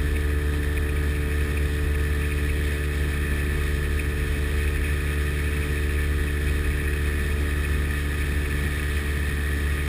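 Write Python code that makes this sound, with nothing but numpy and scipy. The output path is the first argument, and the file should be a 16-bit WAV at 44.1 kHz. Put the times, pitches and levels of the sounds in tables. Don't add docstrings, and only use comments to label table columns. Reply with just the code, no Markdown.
import sys
import numpy as np
from scipy import signal
from scipy.fft import rfft, irfft, next_fast_len
from scipy.io import wavfile
from scipy.ndimage import uniform_filter1d, map_coordinates

SR = 44100
rng = np.random.default_rng(int(sys.argv[2]) if len(sys.argv) > 2 else 0)


def master(y):
    cut = np.clip(np.atleast_2d(y).T, -1, 1)
    pcm = np.round(cut * 32767)
    wavfile.write(sys.argv[1], SR, pcm.astype(np.int16))


N = 435689


def amp(db):
    return 10 ** (np.asarray(db) / 20)


def unit(x):
    return x / np.sqrt(np.mean(x ** 2) + 1e-20)


def curves(rows):
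    seconds, *columns = np.transpose(rows)
    t = np.arange(N) / SR
    return [np.interp(t, seconds, column) for column in columns]


def wobble(rate):
    position = np.arange(N) * min(rate, 39) / SR
    return map_coordinates(rng.standard_normal(400), [position], order=3)


def filtered(x, response):
    size = next_fast_len(N + SR // 2)
    spectrum = rfft(x, size) * response(np.fft.rfftfreq(size, 1 / SR))
    return irfft(spectrum, size)[..., :N]


def colour(points):
    f, db = np.transpose(points)
    return lambda hz: amp(np.interp(np.log(hz + 1), np.log(f + 1), db))


def resonances(modes):
    def response(f):
        total = 0
        for k, (centre, width, db) in enumerate(modes):
            damping = 1j * f * width
            total = total + (-1) ** k * amp(db) * damping / (centre ** 2 - f ** 2 + damping)
        return total
    return response


def ticks(rate, spread_db, density):
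    happens = rng.random(N) < rate * density / SR
    size = np.minimum(rng.exponential(1, N), 3.5)
    sign = np.sign(rng.standard_normal(N))
    return unit(happens * sign * amp(spread_db * size))


def once_a_turn(angle, depth_db, twice_db, lag):
    swell_db = depth_db * np.cos(angle - lag) + twice_db * np.cos(2 * (angle - lag))
    return rng.standard_normal(N) * amp(swell_db)


def evened(x, share):
    envelope = np.abs(signal.hilbert(x, next_fast_len(N))[:N])
    return unit(x / (envelope + 0.36) ** share)


# (time [s], crankshaft speed [turns/s])
SPEED = [(0.0, 73.24), (1.4, 73.31), (1.6, 73.19), (2.5, 73.21), (2.8, 73.1), (3.0, 73.14), (3.4, 72.98),
         (4.2, 73.13), (4.55, 73.05), (4.8, 73.1), (6.6, 73.11), (7.0, 73.01), (7.55, 72.97), (8.0, 72.65),
         (8.4, 72.82), (8.8, 72.81), (9.15, 72.6), (9.88, 72.63)]


def shaft():
    speed, = curves(SPEED)
    even_angle = 2 * np.pi * np.cumsum(speed) / SR
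    return speed, even_angle + 0.033 * wobble(9) + 0.0077 * wobble(30)


# (time [s], level [dB])
RATTLE = [(0.0, -45.5), (0.6, -47.5), (1.5, -42), (2.0, -46), (2.2, -40), (3.0, -42.5), (3.35, -40),
          (3.7, -43), (4.7, -41), (5.2, -42), (5.6, -40), (6.0, -42), (6.4, -42.5), (7.0, -41),
          (8.7, -41.5), (9.88, -41)]
# (time [s], level [dB])
CHINKS = [(0.115, -41.7), (0.166, -31.5), (0.304, -38), (0.422, -42.9), (0.544, -42), (0.632, -39),
          (0.777, -34), (0.9, -38), (0.968, -41), (1.158, -37), (1.328, -37), (1.577, -35), (1.951, -36),
          (2.221, -34), (2.319, -34), (2.499, -31), (3.393, -37.2), (3.638, -38.6), (3.842, -38),
          (3.997, -33), (4.049, -37), (4.681, -34.5), (5.395, -39.2), (5.488, -38), (5.624, -34),
          (5.762, -37), (6.28, -35), (6.484, -34), (6.936, -39), (7.135, -44.5), (7.193, -42.1),
          (7.312, -40), (7.509, -43), (7.654, -38), (8.221, -35), (8.461, -36), (8.791, -33)]
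CHINK_S = 0.0064
SWELL_DB, SWELLS_PER_S = 1.63, 9.8


def shaking():
    t = np.arange(N) / SR
    drift_db, = curves(RATTLE)
    power = amp(drift_db + SWELL_DB * wobble(SWELLS_PER_S)) ** 2
    for s, db in CHINKS:
        near = slice(max(round((s - .05) * SR), 0), round((s + .05) * SR))
        power[near] += amp(db) ** 2 * np.exp(-((t[near] - s) / CHINK_S) ** 2)
    return 10 * np.log10(power)


# (time [s], level [dB])
WIND = [(0.0, -31), (0.9, -35), (1.3, -37), (2.0, -31), (2.7, -36.5), (4.6, -33.5), (5.0, -36.5),
        (5.8, -35), (6.6, -32.5), (7.1, -34.5), (8.9, -36.5), (9.5, -42), (9.88, -39)]
# (frequency [Hz], relative level [dB per Hz])
BUFFET = [(15, -30), (24, -17), (38, 2.5), (50, 2), (65, -17), (110, -16.5), (300, -58)]


def buffet():
    lumps = unit(filtered(rng.standard_normal(N), colour(BUFFET)))
    gust_db = curves(WIND)[0] + 1.7 * wobble(3.95)
    return filtered(amp(gust_db) * evened(lumps, share=0.34), lambda hz: hz < 140)


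# (time [s], level [dB])
TREBLE = [(0.0, -45), (1.0, -45), (1.95, -44.5), (2.2, -44.5), (3.4, -44), (4.1, -44.5), (4.7, -44),
          (5.6, -44), (6.2, -44.5), (8.8, -43), (9.88, -43)]
# (frequency [Hz], relative level [dB per Hz])
SPRAY = [(900, -25.5), (2000, -4), (2900, -5), (3150, 3), (3450, -1), (3650, 3), (3850, -2), (4100, -4.5),
         (4700, -8), (5350, -6), (5600, -11.5), (5800, -17), (5950, -35)]


def spray(angle, shake_db, treble_db):
    drops = 0.34 * ticks(rate=900, spread_db=3.0, density=amp(3.2 * wobble(20)))
    hiss = once_a_turn(angle, depth_db=1.13, twice_db=0.7, lag=2.5) * amp(0.41 * wobble(30))
    level_db = treble_db + 0.6 * wobble(8) + 0.11 * shake_db
    return amp(level_db) * unit(filtered(hiss + drops, colour(SPRAY)))


def chinks(count, low_hz, high_hz, life, spread_db):
    when, pitch, size, slide, keep = rng.random((count, 5)).T[..., None]
    start = (when * N).astype(int)
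    t = np.arange(SR // 40) / SR
    swell = t / life * np.exp(-t / life)
    start_hz = low_hz + pitch * (high_hz - low_hz)
    tone = np.sin(2 * np.pi * start_hz * t * (1 + 3 * (slide - .5) * t))
    clump = keep < amp(5 * wobble(34) - 8)[start]
    loudness = amp(spread_db * np.minimum(-np.log(size), 3.5))
    rings = clump * loudness * swell * tone
    places = start + np.arange(len(t))
    return unit(np.bincount(places.ravel(), rings.ravel(), N + len(t))[:N])


# (frequency [Hz], relative level [dB per Hz])
LOOSE_PART = [(1500, -29), (2080, -9), (2190, 9.5), (2290, 8.5), (2400, 5.5), (2500, 12), (2560, 9.5),
              (2650, 1), (2760, 0.5), (2900, -24), (3500, -32)]


def rattle(level_db):
    knocks = ticks(rate=350, spread_db=2.5, density=amp(5 * wobble(30)))
    buzz = unit(rng.standard_normal(N) + 0.9 * knocks)
    rings = chinks(count=3000, low_hz=1824, high_hz=3028, life=0.0013, spread_db=1.5)
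    chatter = filtered(buzz + 0.17 * rings, colour(LOOSE_PART))
    slow_level = np.sqrt(np.abs(uniform_filter1d(chatter ** 2, size=SR // 10)))
    return amp(level_db) * unit(chatter / slow_level)


# (frequency [Hz], width [Hz], relative level [dB])
COWL = [(1090, 260, -16), (1242, 163, -4.5), (1410, 300, -20), (1470, 280, -12), (1754, 161, 8),
        (1902, 210, 5.5)]
COWL_DB, COWL_FOLLOWS = -38, 1.3


def cowl(angle, shake_db, treble_db):
    clatter = once_a_turn(angle, depth_db=1.5, twice_db=3.0, lag=1.34)
    knocks = clatter * amp(0.68 * wobble(24) + 0.18 * shake_db)
    drift_db = treble_db - treble_db.mean()
    level_db = COWL_DB + COWL_FOLLOWS * drift_db + 0.49 * wobble(7)
    return amp(level_db) * unit(filtered(knocks, resonances(COWL)))


# (frequency [Hz], relative level [dB per Hz])
BURBLE = [(30, -36), (60, 8), (100, -1), (180, -4), (260, -6.5), (330, -10), (410, -10.5), (480, -16.5),
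          (750, -22), (1000, -22), (1400, -22.5), (2500, -40.5)]


def burble(angle):
    gas = once_a_turn(angle, depth_db=0.5, twice_db=1.0, lag=0.29) * amp(0.92 * wobble(14))
    return amp(-34.5 + 0.12 * wobble(3.06)) * unit(filtered(gas, colour(BURBLE)))


# (multiple of the shaft rate,
# level at highest speed [dB], level at middle speed [dB], level at lowest speed [dB])
FIRING = [(1, 0, 0, 0), (2, -11, -11, -10), (3, -26, -22, -21), (4, -14, -16, -16), (5, -17, -16, -18),
          (6, -14, -16, -18), (7, -31, -30, -30), (8, -33, -32, -34), (9, -36, -35, -34),
          (10, -41, -45, -36), (11, -39, -41, -39), (12, -48, -49, -43), (13, -40, -41, -38),
          (14, -42, -43, -42), (15, -40, -38, -37), (16, -39, -39, -35), (17, -27, -26, -25),
          (18, -34, -32, -34), (19, -42, -46, -45), (20, -31, -31, -33), (21, -32, -31, -30),
          (22, -29, -30, -30), (23, -30, -31, -33), (24, -21, -20, -18), (25, -41, -41, -38),
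          (26, -33, -29, -20), (27, -36, -33, -33)]
SPEED_STEPS = [72.65, 73.08, 73.24]
HUM_DB, HUM_DB_PER_TURN = -25.5, 2


def hum(speed, angle):
    total = np.zeros(N)
    for k, high_db, middle_db, low_db in FIRING:
        level_db = np.interp(speed, SPEED_STEPS, [low_db, middle_db, high_db])
        waver_db = .35 * np.sqrt(k) * wobble(5)
        scatter = rng.uniform(0, 2 * np.pi) * (k > 6)
        lag = np.pi * (k > 1) + 1.205 * k * (k > 2)
        total += amp(level_db + waver_db) * np.cos(k * angle + lag + scatter)
    hum_db = HUM_DB + HUM_DB_PER_TURN * (speed - SPEED_STEPS[1])
    return amp(hum_db) * np.sqrt(2) * total


def scene():
    speed, angle = shaft()
    rattle_db = shaking()
    treble_db, = curves(TREBLE)
    jolts_db = wobble(33)
    shake_db = rattle_db - rattle_db.mean() + 4 * jolts_db
    around = buffet() + spray(angle, shake_db, treble_db) + rattle(rattle_db + 0.52 * jolts_db)
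    engine = cowl(angle, shake_db, treble_db) + burble(angle) + hum(speed, angle)
    return (around + engine)[None]


HOLD_HZ, TOP_HZ = 12000, 15350


def record(dry):
    band = filtered(dry, lambda hz: hz < HOLD_HZ / 2)
    sampled = band * (1 + 2 * np.cos(2 * np.pi * HOLD_HZ * np.arange(N) / SR))
    return filtered(sampled, lambda hz: np.sinc(hz / HOLD_HZ) * (hz < TOP_HZ))


dry = scene()
out = record(dry)
master(out)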